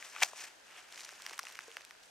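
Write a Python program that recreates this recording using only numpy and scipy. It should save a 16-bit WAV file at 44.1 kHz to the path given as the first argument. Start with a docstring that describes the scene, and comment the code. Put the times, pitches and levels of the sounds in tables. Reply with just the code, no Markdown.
"""Furry body on dry leaves

A hand shifts a furry body on a bed of dry leaves outdoors, heard close by in stereo.
The litter rustles as dense tiny cracks that ring small resonators; one handful is crushed sharply.
Single leaves and stems snap as short bursts with ringing tones, and something hollow is tapped once.
Quiet air lies below as shaped, almost uncorrelated stereo noise.
"""
import sys
import numpy as np
from scipy import signal
from scipy.fft import rfft, irfft
from scipy.io import wavfile
from scipy.ndimage import map_coordinates

SR = 44100
rng = np.random.default_rng(int(sys.argv[2]) if len(sys.argv) > 2 else 0)


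def generate_wav(sig):
    """Save sig (samples, or channels by samples) to the path in sys.argv[1] as 16-bit PCM at SR."""
    pcm = np.round(np.clip(np.atleast_2d(sig).T, -1, 1) * 32767).astype(np.int16)
    wavfile.write(sys.argv[1], SR, pcm)


N = 92610  # length in samples

# Stirring of the litter: start_s, level_db, treble_db (treble above level)
STIRRING = [(0, -53.5, -1.5), (.06, -54, 0.5), (.12, -60.5, 3), (.16, -47, -7.5), (.2, -52.5, -0.5),
            (.28, -55, 4), (.32, -62, 1), (.365, -55, 0.5), (.41, -47, 0), (.46, -57, 1), (.51, -61, -2.5),
            (.64, -69.5, 0), (.71, -56.5, -4), (.74, -57.5, -5.5), (.785, -51, -7), (.82, -60.5, -3),
            (.92, -62, -1.5), (.945, -54, -2), (1.0, -57, 3.5), (1.1, -59, 1), (1.18, -61, 1),
            (1.3, -56.5, -0.5), (1.4, -61.5, 1), (1.48, -57.5, -0.5), (1.62, -63, -0.5), (1.75, -62.5, -1),
            (1.92, -69, 0), (1.98, -71, -1), (2.04, -67.5, 3.5), (2.1, -70, 1)]
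# Where the hand works: start_s, pan_db (left minus right)
HAND_PATH = [(0, 2.4), (.47, 2.4), (.6, 1), (1.1, .6), (1.3, 0), (2.1, 0)]
# The crushed handful: start_s, level_db, treble_db (treble above level)
CRUSHING = [(.2, -57, -7), (.216, -42, -6), (.220, -42, -6), (.2225, -28.5, -7), (.228, -23.5, -2),
            (.234, -26.5, 3), (.238, -30.5, 7.5), (.2405, -41, -2), (.25, -45.5, 8), (.256, -46.5, 3),
            (.272, -64, 5)]
# Single breaks: start_s, level_db (peak of the ringing body), pitch_hz, crack_db (crack against body)
SNAP_EVENTS = [(0.0257, -32, 1870, -12), (0.163, -31.5, 1440, -8), (0.2067, -34, 2990, -3),
               (0.2208, -25, 1100, -15), (0.225, -11.5, 2020, -22), (0.2321, -13.5, 1920, -14),
               (0.234, -11.5, 2640, -13), (0.2375, -31, 1080, -10), (0.3331, -37.5, 663, -10),
               (0.9241, -42.5, 2020, 2.5), (0.9771, -36.5, 2200, -5), (0.9939, -38, 2020, -2),
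               (1.0085, -41, 2700, -6), (1.016, -41, 1510, 0), (1.0472, -46.5, 1800, 8.5),
               (1.0497, -40, 2640, 6.5), (1.0908, -37.5, 1590, 2), (1.1248, -47, 670, 2),
               (1.1995, -46.5, 1110, -3), (1.2209, -48.5, 2730, 14), (1.2642, -28, 1840, 0.5),
               (1.2938, -42.5, 1680, -6), (1.2962, -43, 1500, 8), (1.3092, -37, 1070, -12),
               (1.311, -44, 2520, 4), (1.3135, -49.5, 404, 0), (1.3295, -46, 2500, 7),
               (1.3315, -44.5, 890, 8.5), (1.3339, -34, 1890, -9), (1.3792, -40, 1420, 5),
               (1.3919, -26.5, 1370, 2), (1.3954, -32.5, 1240, 3), (1.431, -43.5, 2300, 7),
               (1.4366, -44, 770, 2), (1.4525, -40, 1800, 1), (1.4692, -33, 1620, -5),
               (1.4708, -43, 2480, -6), (1.4843, -44.5, 2400, 5.5), (1.4931, -43, 2250, -5),
               (1.5, -47, 1230, 0), (1.5236, -38.5, 2600, -2.5), (1.5515, -48.5, 2400, 6),
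               (1.5543, -37, 2000, -2), (1.5713, -53, 2110, 8), (1.59, -27, 1580, -11),
               (1.6068, -38, 2280, -11), (1.7155, -39.5, 2600, -5), (1.7689, -27, 1780, -4.5),
               (1.7702, -44, 760, -6), (1.809, -42, 1760, -4), (1.8185, -45, 2820, 0),
               (1.8499, -48, 2340, 9.5), (1.909, -37.5, 1720, -6), (2.034, -53, 1600, 8.5)]
# Colour of the leaves by leaf pitch: pitch_hz, level_db (relative)
LEAF_COLOUR = [(350, -56), (500, -22), (750, -7), (1300, -4), (2000, -1), (2900, -1), (4000, -15),
               (6100, -7), (8500, -13.5), (11400, -23), (15000, -28)]
# Colour of the outdoor air: pitch_hz, level_db (relative)
AIR_COLOUR = [(12, -43), (20, -11.5), (146, -12), (660, -0.5), (1260, -6), (1570, 1.5), (2140, -8),
              (2530, -5), (3440, -7), (6010, -11), (13500, -23), (16000, -40)]
# How alike the air is on left and right: pitch_hz, correlation (0 to 1)
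AIR_LIKENESS = [(30, 0.051), (15000, 0.067)]
# Tones of a snapped leaf: pitch_ratio, share (signed amplitude)
SNAP_PARTIALS = [(1, 0.95), (1.68, -0.42)]
# Tones of the hollow knock: pitch_hz, level_db, t60_s (time to fall 60 dB)
KNOCK_TONES = [(462, -52, 0.16), (520, -45, 0.018), (1000, -52, .01)]

# Stereo: the louder side also hears it earlier; the heaps spread by up to SCATTER_US
LEAD_US_PER_DB, SCATTER_US = 8, 26
# Rustle: the spread is the mean of a random boost, the clump the size of a slow drift
CRACKS_PER_S, CRACK_SPREAD_DB, CLUMP_DB = 12000, 0.5, 2
LEAF_CYCLES = 6.6  # cycles of a leaf's pitch in its t60
LEAF_SIZES, ONE_LEAF_REACH, HEAPS = 36, .3, 4  # reach in leaf sizes
TREBLE_FROM_HZ = 3800
THIN_HZ = 271  # small dry leaves radiate little bass
# Lone ticks once the body is dragged: level against the rustle, reach in leaf sizes
TICKS_FROM_S, TICKS_PER_S, TICK_SPREAD_DB, TICK_DB, TICK_REACH = .92, 250, 2, -4, 2.2
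# Crush: the handful booms a little, then is thinned
CRUSH_PER_S, CRUSH_SPREAD_DB, CRUSH_CLUMP_DB = 20500, 2.5, 2.5
HEAP_HZ, HEAP_DB, HEAP_T60_S, CRUSH_THIN_HZ = 770, -19.5, .007, 634
# Snaps: the run of small breaks dies 40 dB in SNAP_S; the body is thin below a share of its pitch
SNAP_S, SNAP_CYCLES, SNAP_THIN = 0.0042, 5.2, 0.62
CRACK_HZ, CRACK_TOP_HZ = 3340, 8740
CRACK_RING_HZ, CRACK_RING_T60_S, CRACK_RING = 6150, 0.0017, 0.18  # one favoured bright tone
KNOCK_S, KNOCK_THIN_HZ = 1.6815, 340
AIR_DB = -60.5
CUTOFF_HZ = 16600


def amp(db):
    """Decibels to amplitude."""
    return 10 ** (np.asarray(db) / 20)


def rms_one(x):
    """Bring a sound to an RMS of 1."""
    return x / np.sqrt(np.mean(x ** 2) + 1e-20)


def in_time(rows, **ends):
    """Draw each table column as a line over the scene."""
    s, *columns = np.transpose(rows)
    return [np.interp(np.arange(N) / SR, s, c, **ends) for c in columns]


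def at_hz(points, hz):
    """Read a colour curve along log pitch."""
    curve_hz, values = np.transpose(points)
    return np.interp(np.log(hz), np.log(curve_hz), values)


def drift(rate_hz):
    """Slow random motion with an RMS of 1: noise through a two-pole lowpass."""
    r = np.exp(-2 * np.pi * rate_hz / SR)
    noise = rng.standard_normal(N + SR)
    return rms_one(signal.lfilter([1], [1, -2 * r, r * r], noise)[SR:])  # skip the settling


def highpass(x, hz, order):
    """Thin a sound with a Butterworth highpass."""
    return signal.sosfilt(signal.butter(order, hz, "high", fs=SR, output="sos"), x)


def ring(clicks, hz, t60_s):
    """Damped resonator: a unit click sets a sine of about height 1 ringing."""
    r, w = amp(-60 / (t60_s * SR)), 2 * np.pi * hz / SR
    return signal.lfilter([0, np.sin(w)], [1, -2 * r * np.cos(w), r * r], clicks + 1e-18)


def place(x, extra_us=0):
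    """Level and time differences between left and right follow the hand."""
    pan_db, = in_time(HAND_PATH)
    half_lead = (LEAD_US_PER_DB * pan_db + extra_us) * SR / 2e6  # in samples
    sides = []
    for side in (1, -1):
        shifted = map_coordinates(x, [np.arange(N) + side * half_lead], order=3)
        sides.append(amp(side * pan_db / 2) * shifted)
    return np.array(sides)


def cracks(level_db, treble_db, per_s, spread_db, clump_db, reach=ONE_LEAF_REACH):
    """Random clumped cracks, each swelling and dying in a leaf or, with reach, its neighbours in size."""
    clump = clump_db * drift(70)
    boost_db = spread_db * np.minimum(rng.exponential(1, N), 5) + clump
    sizes = amp(boost_db) * rng.choice([-1, 1], N)
    born = sizes * (rng.random(N) < per_s / SR)
    pitches = np.geomspace(400, 15000, num=LEAF_SIZES)
    odds = np.sqrt(pitches)  # small leaves crack oftener
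    dealt = rng.choice(LEAF_SIZES, N, p=odds / odds.sum())
    low, high = np.zeros((2, HEAPS, N))
    for k, hz in enumerate(pitches):
        t60_s = LEAF_CYCLES / hz
        struck = born * np.exp(-((dealt - k) / reach) ** 2)
        leaf = rms_one(ring(ring(struck, hz, t60_s), hz, t60_s))  # two in a row swell, then die
        leaf = leaf * amp(at_hz(LEAF_COLOUR, hz)) * np.sqrt(hz)
        band = low if hz < TREBLE_FROM_HZ else high
        band[k % HEAPS] += leaf
    low = low / low.sum(0).std()
    high = high / high.sum(0).std()
    heaps = amp(level_db) * (low + amp(treble_db) * high)
    # each heap lies at its own angle
    return sum(place(h, SCATTER_US * z) for h, z in zip(heaps, np.linspace(-1, 1, num=HEAPS)))


def rustle():
    """The stirred litter: dense cracks, each in about one leaf, with lone wider ticks later."""
    stir_db, treble_db = in_time(STIRRING)
    litter = cracks(stir_db, treble_db, CRACKS_PER_S, CRACK_SPREAD_DB, CLUMP_DB)
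    ticks = cracks(stir_db + TICK_DB, treble_db, TICKS_PER_S, TICK_SPREAD_DB, CLUMP_DB, TICK_REACH)
    return litter + (np.arange(N) > TICKS_FROM_S * SR) * ticks


def crush():
    """A crushed handful: denser cracks also excite a short boom in the heap, with the bass thinned."""
    level_db, treble_db = in_time(CRUSHING, left=-99, right=-99)
    handful = cracks(level_db, treble_db, CRUSH_PER_S, CRUSH_SPREAD_DB, CRUSH_CLUMP_DB)
    boomy = handful + amp(HEAP_DB) * ring(handful, HEAP_HZ, HEAP_T60_S)
    return highpass(boomy, CRUSH_THIN_HZ, 3)


def snaps():
    """One break and a dying run of smaller ones ring two leaf tones, with a bright noisy crack."""
    out, t = np.zeros(N + SR), np.arange(1500) / SR
    fade = amp(-40 * t / SNAP_S)
    crack_top = signal.butter(2, CRACK_TOP_HZ, fs=SR, output="sos")
    noises = rng.standard_normal((len(SNAP_EVENTS), 2, len(t)))
    for (start_s, level_db, hz, crack_db), (breaks, hiss) in zip(SNAP_EVENTS, noises):
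        burst = 0.38 * breaks * fade * (np.abs(breaks) > 1.5)  # only the strong breaks
        burst[0] = 2
        body = sum(share * ring(burst, ratio * hz, SNAP_CYCLES / hz) for ratio, share in SNAP_PARTIALS)
        body = highpass(body, SNAP_THIN * hz, 5)
        crack = signal.sosfilt(crack_top, highpass(hiss * fade, CRACK_HZ, 2))
        crack = crack + CRACK_RING * ring(crack, CRACK_RING_HZ, CRACK_RING_T60_S)
        snap = body / np.abs(body).max() + amp(crack_db) * crack / np.abs(crack).max()
        i = int(start_s * SR)
        out[i:i + len(t)] += amp(level_db) * snap
    return place(out[:N])


def knock():
    """One soft tap on something hollow: a click rings a few damped tones, with the bass thinned."""
    click = np.zeros(N)
    click[int(KNOCK_S * SR)] = 1
    tones = sum(amp(level_db) * ring(click, hz, t60_s) for hz, level_db, t60_s in KNOCK_TONES)
    return highpass(place(tones), KNOCK_THIN_HZ, 2)


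def air():
    """Steady noise with the colour of the quiet outdoors; mid and side shares set its likeness."""
    hz = np.maximum(np.arange(N // 2 + 1) * SR / N, 1)
    alike = np.clip(at_hz(AIR_LIKENESS, hz), 0, 1)
    mid, side = rfft(rng.standard_normal((2, N))) * amp(at_hz(AIR_COLOUR, hz))
    stereo = np.sqrt(1 + alike) * mid + np.sqrt(1 - alike) * side * [[1], [-1]]
    return amp(AIR_DB) * rms_one(irfft(stereo, N))


def scene():
    """Thinned leaf sounds, the hollow tap and the air together."""
    leaves = highpass(rustle() + crush() + snaps(), THIN_HZ, 4)
    return leaves + knock() + air()


def record(dry):
    """The top is cut steeply, 70 dB down from the cutoff up."""
    return signal.sosfilt(signal.cheby2(14, 70, CUTOFF_HZ, fs=SR, output="sos"), dry)


dry = scene()
out = record(dry)
generate_wav(out)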